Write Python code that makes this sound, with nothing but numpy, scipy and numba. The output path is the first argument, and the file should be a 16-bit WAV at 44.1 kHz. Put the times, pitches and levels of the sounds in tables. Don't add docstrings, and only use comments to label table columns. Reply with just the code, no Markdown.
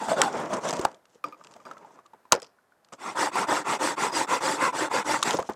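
import sys
import numpy as np
from scipy import signal
from scipy.fft import rfft, irfft, next_fast_len
from scipy.io import wavfile
from scipy.ndimage import uniform_filter1d, map_coordinates
from numba import njit

SR = 44100
rng = np.random.default_rng(int(sys.argv[2]) if len(sys.argv) > 2 else 0)


def master(y):
    cut = np.clip(np.atleast_2d(y).T, -1, 1)
    pcm = np.round(cut * 32767)
    wavfile.write(sys.argv[1], SR, pcm.astype(np.int16))


N = 244975


def amp(db):
    return 10 ** (np.asarray(db) / 20)


def unit(x):
    return x / np.sqrt(np.mean(x ** 2) + 1e-20)


def filtered(x, response):
    m = next_fast_len(N + 8192)
    return irfft(rfft(x, m) * response(np.fft.rfftfreq(m, 1 / SR)), m)[:N]


def colour(points):
    points_hz, points_db = np.transpose(points)
    return lambda hz: amp(np.interp(np.log(hz + 1), np.log(points_hz), points_db))


def resonant(modes):
    def response(f):
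        return sum((-1) ** k * amp(db) * 1j * f * width / (hz * hz - f * f + 1j * f * width)
                   for k, (hz, width, db) in enumerate(modes))
    return response


def causal(gain):
    def response(hz):
        cepstrum = irfft(np.log(gain(hz) + 1e-6))
        cepstrum[1:len(hz) - 1] *= 2
        cepstrum[len(hz):] = 0
        return np.exp(rfft(cepstrum))
    return response


@njit
def sweep(x, hz, width_hz, sr):
    y, r = np.zeros(len(x)), np.exp(-np.pi * width_hz / sr)
    for i in range(2, len(x)):
        y[i] = x[i] - x[i - 2] + 2 * r * np.cos(2 * np.pi * hz[i] / sr) * y[i - 1] - r * r * y[i - 2]
    return y


def wobble(rate_hz):
    knots = rng.standard_normal(int(N * rate_hz / SR) + 4)
    return map_coordinates(knots, [np.arange(N) * rate_hz / SR])


def grit(rate_hz, spread_db):
    clicks = (rng.random(N) < rate_hz / SR) * rng.choice([-1, 1], size=N)
    return clicks * amp(spread_db * np.minimum(rng.exponential(size=N), 3.5))


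def patchy(x, depth_db):
    z = signal.stft(x, nperseg=256)[2]
    field = uniform_filter1d(rng.standard_normal(z.shape), size=2, axis=0)
    field = uniform_filter1d(field, size=6, axis=1)
    return signal.istft(z * amp(depth_db * unit(field)), nperseg=256)[1][:N]


def held(starts_s, values):
    latest = np.searchsorted(starts_s, np.arange(N) / SR, side="right") - 1
    return np.asarray(values)[np.maximum(latest, 0)]


def arcs(rows, low_grows, high_grows):
    creep = 0.06
    t = np.arange(N) / SR
    low, high, speed, progress = np.zeros((4, N))
    for start_s, length_s, share, low_db, high_db, *_ in rows:
        peak_s = start_s + np.clip(share, 0.05, 0.95) * length_s
        turn = np.interp(t, [start_s, peak_s, start_s + length_s], [0, 0.5, 1])
        on = (turn > 0) & (turn < 1)
        v = on * (creep + (1 - creep) * np.sin(np.pi * turn))
        low += amp(low_db) * v ** low_grows
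        high += amp(high_db) * v ** high_grows
        speed = np.maximum(speed, v)
        progress = np.where(on, 2 * turn - 1, progress)
    columns = np.transpose(rows)
    return low, high, speed, progress, *[held(columns[0], c) for c in columns[5:]]


def saw():
    # start_s, length_s, share of length before full speed, wood_db, rasp_db
    pull_rows = [(3.148, 0.16, 0.47, -24, -31), (3.467, 0.17, 0.32, -24, -31.5),
                 (3.786, 0.17, 0.38, -24.5, -30), (4.112, 0.15, 0.49, -24.5, -29.5),
                 (4.4, 0.2, 0.34, -24.5, -30), (4.721, .17, 0.54, -25, -32.5), (5.04, 0.16, 0.51, -25, -30)]
    # start_s, length_s, share before full speed, wood_db, rasp_db, main_hz, teeth_hz at full speed
    push_rows = [(2.975, 0.19, .55, -35.5, -44, 970, 400), (3.31, 0.16, 0.54, -25, -33.5, 1030, 410),
                 (3.638, 0.15, 0.55, -25, -33, 970, 420), (3.958, 0.16, 0.49, -26, -32, 1030, 420),
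                 (4.266, 0.14, 0.49, -24.5, -32, 1070, 520), (4.57, .152, .5, -23.5, -32.5, 1060, 530),
                 (4.892, 0.15, 0.48, -24.5, -32.5, 950, 510), (5.225, 0.13, 0.4, -25, -30.5, 940, 410)]
    first_rows = [(-.03, 0.14, 0.54, -30.5, -42.5, 880, 281), (.075, .09, 0.34, -23.5, -34.5, 662, 311.3),
                  (.15, 0.078, .6, -21, -38.5, 549, 367.6), (.21, .11, 0.23, -25, -37.5, 820, 288.2)]
    # freq_hz, width_hz, level_db
    pull_modes = [(298, 58, -3), (529, 14.5, 17), (1300, 190, -3), (1910, 88, -31), (1820, 40, -1),
                  (2860, 260, -17)]
    push_modes = [(203, 62, -3), (462, 240, 3), (1370, 33, 1.5), (2037, 53, 0), (2165, 82, -6),
                  (2510, 220, -5)]
    first_modes = [(193.3, 43, -0.5), (335, 120, -1.5), (870, 150, -12.5), (1524, 140, -2),
                   (3570, 600, -20)]

    low, high, _, progress = arcs(pull_rows, low_grows=1.02, high_grows=1.42)
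    main_hz = 900 * amp(0.029 * wobble(20))
    teeth_hz = 306.4 * amp(0.2 * wobble(18))
    pulls = strokes((low, high, progress, main_hz, teeth_hz), pull_modes, main_db=-1.0, main_width_hz=50,
                    grind_db=6.5, jitter=0.19, noise=0.85, glide=-0.041)
    pushes = strokes(sawing(push_rows), push_modes, main_db=-4.0, main_width_hz=210,
                     grind_db=-1.0, jitter=0.16, noise=1.0, glide=0.048)
    first = strokes(sawing(first_rows), first_modes, main_db=3.0, main_width_hz=75,
                    grind_db=-3.0, jitter=0.3, noise=1.0, glide=0.034)
    return pulls + pushes + first


def sawing(rows):
    main_sag, teeth_slow = 0.047, 0.23
    low, high, speed, progress, main_hz, teeth_hz = arcs(rows, low_grows=1.287, high_grows=1.76)
    return low, high, progress, main_hz * (1 - main_sag * progress), teeth_hz * (1 - teeth_slow * (1 - speed))


def strokes(controls, wood, main_db, main_width_hz, grind_db, jitter, noise, glide):
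    # freq_hz, level_db
    grind_points = [(24, -90), (40, -36), (125, -8), (250, -10), (291, -2), (714, -5.5), (927, 0),
                    (1570, -8), (3070, -27), (3500, -7.5), (4550, -44.5), (7700, -120)]
    # freq_hz, level_db
    rasp_points = [(1180, -13.5), (2000, -2), (3090, -5.5), (4300, -4.5), (4820, -8.5), (5210, -6),
                   (7980, -3), (12000, -22), (14700, -26.5), (15600, -30), (16000, -61)]
    # freq_hz, width_hz, level_db
    blade_modes = [(1860, 370, 5.5), (2814, 64, -2), (4813, 62, 4.5), (5510, 80, -3), (7660, 170, -7.5),
                   (8230, 98, -10)]

    low, high, progress, main_hz, teeth_hz = controls
    count = np.cumsum(teeth_hz) / SR + jitter * wobble(150)
    bites = (np.diff(np.floor(count), prepend=0) > 0) * amp(3.5 * rng.standard_normal(N))
    force = patchy(unit(bites) + noise * rng.standard_normal(N), depth_db=3.0)

    main = amp(main_db) * unit(sweep(force, main_hz, main_width_hz, SR))
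    further = unit(filtered(force, resonant(wood)))
    grind = amp(grind_db) * unit(filtered(force, colour(grind_points)))
    body = filtered(main + further + grind, lambda hz: 1 / (1 + (hz / 3500) ** 4))

    fibres = rng.standard_normal(N) * (1 + 0.14 * np.cos(2 * np.pi * count))
    tearing = patchy(fibres + 0.25 * unit(grit(2700, spread_db=-1.5)), depth_db=3.0)
    steel = np.zeros(N)
    for hz, width_hz, db in blade_modes:
        note = unit(sweep(tearing, hz * (1 + glide * progress), width_hz, SR))
        steel += amp(db + 4.5 * wobble(25)) * note
    rasp = filtered(unit(tearing) + amp(-9) * unit(steel), colour(rasp_points))
    return low * amp(0.44 * wobble(45)) * unit(body) + high * amp(0.42 * wobble(60)) * unit(rasp)


def snaps():
    # start_s, level_db, pitch_hz
    crack_rows = [(0.2169, -2.5, 7600), (0.2354, -26.5, 3300), (0.5322, -35, 3100), (0.6958, -23, 3730),
                  (0.7074, -21, 5200), (0.7277, -25.5, 3130), (0.7921, -31.5, 3050), (0.8131, -27, 6960),
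                  (0.85, -16, 2890), (0.9148, -47.5, 6240), (0.9448, -49, 3410), (1.0544, -53, 2780),
                  (1.2644, -54, 4950), (1.2845, -50, 2860), (1.4386, -47.5, 7550), (1.4464, -44, 3880),
                  (1.4701, -44, 4900), (1.5114, -50, 7000), (1.5384, -42.5, 2690), (1.5638, -54, 2480),
                  (1.7125, -47, 2860), (1.7799, -50, 3370), (2.0622, -52.5, 3800), (2.3216, 0.5, 6870),
                  (2.3242, -8, 3890), (2.3295, -13.5, 2850), (2.3404, -29, 2510), (2.3504, -30.5, 2500),
                  (2.3994, -43, 5370), (2.4194, -31.5, 5000), (2.4284, -38, 5040), (2.4448, -45.5, 4980),
                  (2.8469, -52, 4330), (2.8864, -56, 2650), (5.1904, -32, 7140), (5.228, -9, 3640),
                  (5.2344, -18, 6600), (5.3078, -16, 7900), (5.4251, -38, 3430), (5.5338, -47, 5780)]
    # freq_hz, level_db
    crack_points = [(710, -36), (1200, 6.5), (1560, -1.5), (2170, -3.5), (2730, -2), (4920, -2), (7800, -1),
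                    (15200, -31), (16400, -47.5)]
    dull_db = -32
    dull_t60_s, rise_s = 0.012, 0.00034

    bursts, notes, t = np.zeros(N + SR), np.zeros(N + SR), np.arange(SR // 10) / SR
    for start_s, db, hz in crack_rows:
        t60_s = dull_t60_s * amp(-0.072 * (db - dull_db))
        fade = amp(db - 60 * t / t60_s) * (1 - np.exp(-t / rise_s))
        splinters = unit(uniform_filter1d(rng.standard_normal(len(t)), size=3 if db < dull_db else 1))
        i = round(start_s * SR)
        bursts[i:][:len(t)] += fade * splinters
        notes[i:][:len(t)] += 0.7 * fade * np.sin(2 * np.pi * hz * t)
    crack = colour(crack_points)
    level = np.sqrt(np.mean(crack(np.linspace(0, SR / 2, num=500)) ** 2))
    return notes[:N] + filtered(bursts[:N], causal(crack)) / level


def ring(modes, t):
    return sum(amp(db + rng.normal(0, 0.67) - 60 * t / t60_s) * np.sin(2 * np.pi * hz * t)
               for hz, db, t60_s in modes)


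def knocks():
    # start_s, level_db, pitch_hz
    stick_rows = [(0.085, -22.5, 880), (0.221, -15, 1330), (0.236, -21.5, 980), (0.504, -32, 650),
                  (0.727, -30, 662), (0.795, -18, 380), (0.848, -27, 790), (0.852, -10, 860),
                  (1.156, -52.5, 463), (1.286, -49, 409), (1.41, -46, 1204), (1.563, -41, 657),
                  (1.666, -42, 1330), (1.712, -33.5, 1310), (1.769, -43, 1324), (1.847, -45, 870),
                  (1.907, -51, 918), (1.989, -45.5, 1126), (2.057, -51, 1170), (2.134, -45, 900),
                  (2.253, -51.5, 1000), (2.316, -31.5, 1200), (2.322, -15, 633), (2.3291, -7.5, 980),
                  (2.351, -29.5, 480), (2.586, -60.5, 1450), (2.721, -59, 1450), (5.226, -25, 1110),
                  (5.344, -17.5, 550), (5.35, -23, 346), (5.388, -19.5, 840), (5.393, -18.5, 484),
                  (5.427, -36, 1210), (5.491, -23.5, 804), (5.496, -22, 380)]
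    # start_s, level_db
    catch_rows = [(3.156, -32), (3.317, -39), (3.356, -16), (3.486, -33), (3.661, -35.5), (3.803, -31.5),
                  (4.105, -29), (4.128, -25.5), (4.408, -26.5), (4.729, -32), (4.914, -21), (5.047, -34.5)]
    # multiple of pitch, level_db, share of t60
    stick_modes = [(1, 7.5, 1), (2.3, -16, 0.27), (.55, -6, 0.54), (1.5, -7, 0.25)]
    catch_hz = 980

    out, t = np.zeros(N + SR), np.arange(SR // 5) / SR
    for start_s, db, pitch_hz in [*stick_rows, *[(s, level_db, catch_hz) for s, level_db in catch_rows]]:
        t60_s = 0.023 * amp(-0.18 * (db + 26.5))
        modes = [(pitch_hz * k, mode_db, t60_s * share) for k, mode_db, share in stick_modes]
        bark = unit(uniform_filter1d(rng.standard_normal(len(t)), size=40))
        dull = uniform_filter1d(uniform_filter1d(rng.standard_normal(len(t)), size=10), size=10)
        puff = amp(-14.0 - 60 * t / t60_s) * unit(dull)
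        knock = (ring(modes, t) * (1 + 0.35 * bark) + puff) * (1 - np.exp(-t / 0.0006))
        out[round(start_s * SR):][:len(t)] += amp(db) * knock
    return out[:N]


def clinks():
    # start_s, level_db, steel_db relative to the handle
    clink_rows = [(1.2408, -18, -29.5), (1.3241, -35.5, -32), (1.3314, -39, -36), (1.3434, -41, -36),
                  (1.5998, -47, -29), (1.6524, -38, -17), (1.6882, -54, -25), (2.9218, -40, -27)]
    # freq_hz, level_db, t60_s
    handle_modes = [(1207, 11, 0.028), (1080, -2, 0.022), (1370, -23, 0.038), (2410, 5, 0.015),
                    (510, -12, 0.056), (299, -20, 0.17)]
    steel_modes = [(4807, -3, .2), (5566, -4, .13), (6300, -8, .05), (3400, 0, .02), (8200, -3, .02)]

    out, t = np.zeros(N + SR), np.arange(SR // 2) / SR
    for start_s, db, steel_db in clink_rows:
        clack = amp(-13.5 - 60 * t / 0.037) * uniform_filter1d(rng.standard_normal(len(t)), size=5)
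        handle = ring(handle_modes, t) * (1 - np.exp(-t / 0.0048))
        steel = amp(steel_db) * ring(steel_modes, t)
        out[round(start_s * SR):][:len(t)] += amp(db) * (handle + clack + steel)
    return out[:N]


def rustle():
    # start_s, length_s, share before full speed, rub_db, crunch_db, note_hz
    drag_rows = [(.265, 0.25, 0.47, -28.5, -48, 700), (.49, 0.12, 0.35, -28, -44, 654),
                 (.605, 0.12, 0.69, -25, -36, 770), (.77, 0.092, 0.8, -34.5, -48, 440),
                 (1.08, .12, 0.4, -69.5, -69.5, 480), (1.35, 0.5, 0.18, -55.5, -68, 930),
                 (1.76, 0.28, .5, -53, -69.5, 793), (2.03, 0.047, 0.43, -63, -75, 1000),
                 (5.17, 0.074, .4, -39, -43.5, 900), (5.315, .075, 0.58, -28.5, -37, 498),
                 (5.43, 0.095, .5, -56, -54.5, 680)]
    # start_s, rub_db, crunch_db, rub_t60_s, note_hz
    settle_rows = [(.726, -26.5, -38.5, 0.34, 594), (.862, -38.5, -58, .25, 700),
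                   (1.25, -42.5, -60, 0.36, 1150), (1.655, -39.5, -59, 0.483, 1060),
                   (2.136, -54, -77.5, .2, 861), (2.924, -37, -44.5, 0.1, 550),
                   (5.388, -28.5, -43, 0.18, 700), (5.493, -31.5, -49, 0.16, 495)]
    twig_rows = [(2.334, -18.5, -36, 0.12, 739), (2.421, -43, -44.5, 0.17, 1010)]
    # freq_hz, level_db
    rub_points = [(24, -67), (40, -24.5), (172, 1.5), (291, 0), (650, 4.5), (741, -5), (945, 3),
                  (2320, -16), (3500, -30), (4550, -41), (7700, -120)]
    crunch_points = [(1180, -30), (2000, -4.5), (3370, 0.5), (3650, -2.5), (4300, -4), (6040, 2),
                     (7510, 0.5), (14700, -33), (16000, -49.5)]
    twig_rub_points = [(35, -50.5), (60, -23), (340, -5.5), (470, 2), (824, -8), (1470, -12), (3500, -31),
                       (4550, -54), (7700, -120)]
    twig_crunch_points = [(1180, -44.5), (2000, -14.5), (3310, -7), (3770, -14), (5160, 4), (10800, -33),
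                          (16000, -62)]

    low, high, _, _, note_hz = arcs(drag_rows, low_grows=1, high_grows=1.26)
    drags = shuffle((low, high, note_hz), rub_points, crunch_points, grain=0.71)
    settling = shuffle(fades(settle_rows), rub_points, crunch_points, grain=1.0)
    twig = shuffle(fades(twig_rows), twig_rub_points, twig_crunch_points, grain=1.9)
    return drags + settling + twig


def fades(rows):
    rise_s, crunch_fades = 0.0028, 1.1
    low, high = np.zeros((2, N))
    for start_s, low_db, high_db, t60_s, _ in rows:
        age_s = np.maximum(np.arange(N) / SR - start_s, 0)
        rise = 1 - np.exp(-age_s / rise_s)
        low += rise * amp(low_db - 60 * age_s / t60_s)
        high += rise * amp(high_db - 60 * crunch_fades * age_s / t60_s)
    columns = np.transpose(rows)
    return low, high, held(columns[0], columns[-1])


def shuffle(controls, rub_colour, crunch_colour, grain):
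    low, high, note_hz = controls
    note_hz = note_hz * amp(wobble(15))
    slips = wobble(55)
    force = rng.standard_normal(N) + 0.27 * unit(grit(520, spread_db=4.5))
    rub = unit(filtered(patchy(force, depth_db=-1.5), colour(rub_colour)))
    rub += amp(-13.5) * unit(sweep(force, note_hz, 120.0, SR))
    grains = rng.standard_normal(N) + grain * unit(grit(700, spread_db=8.5))
    crunch = filtered(patchy(grains, depth_db=2.5), colour(crunch_colour))
    crunch *= amp(0.82 * slips + 1.9 * wobble(90))
    return low * unit(amp(2.5 * slips) * rub) + high * unit(crunch)


def snowfield(x):
    t = np.arange(SR // 4) / SR
    tail = rng.standard_normal(len(t)) * amp(-60 * t / 0.1) * (t > 0.002)
    wet = signal.fftconvolve(x, tail / np.linalg.norm(tail))[:N]
    return filtered(wet, lambda hz: 1 / (1 + (hz / 4000) ** 2))


def air():
    # freq_hz, level_db
    air_points = [(15, -38), (25, 5.5), (55, -5), (200, -1.5), (451, -1), (714, 2), (1610, -4.5),
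                  (2110, -12), (3080, -18), (5280, -19), (5730, -20.5), (13200, -22.5), (16000, -42.5)]
    hiss = unit(filtered(rng.standard_normal(N), colour(air_points)))
    return amp(-67 + 1.7 * wobble(4.1)) * hiss


def scene():
    hits = snaps() + knocks() + clinks()
    return (saw() + rustle() + hits + amp(-14) * snowfield(hits) + air())[None]


def record(dry):
    clipped = dry[0] / (1 + np.abs(dry[0]) ** 8) ** (1 / 8)
    thin = filtered(clipped, lambda hz: (1j * hz / (1j * hz + 60)) ** 3)
    return filtered(thin, lambda hz: hz < 16300)[None]


dry = scene()
out = record(dry)
master(out)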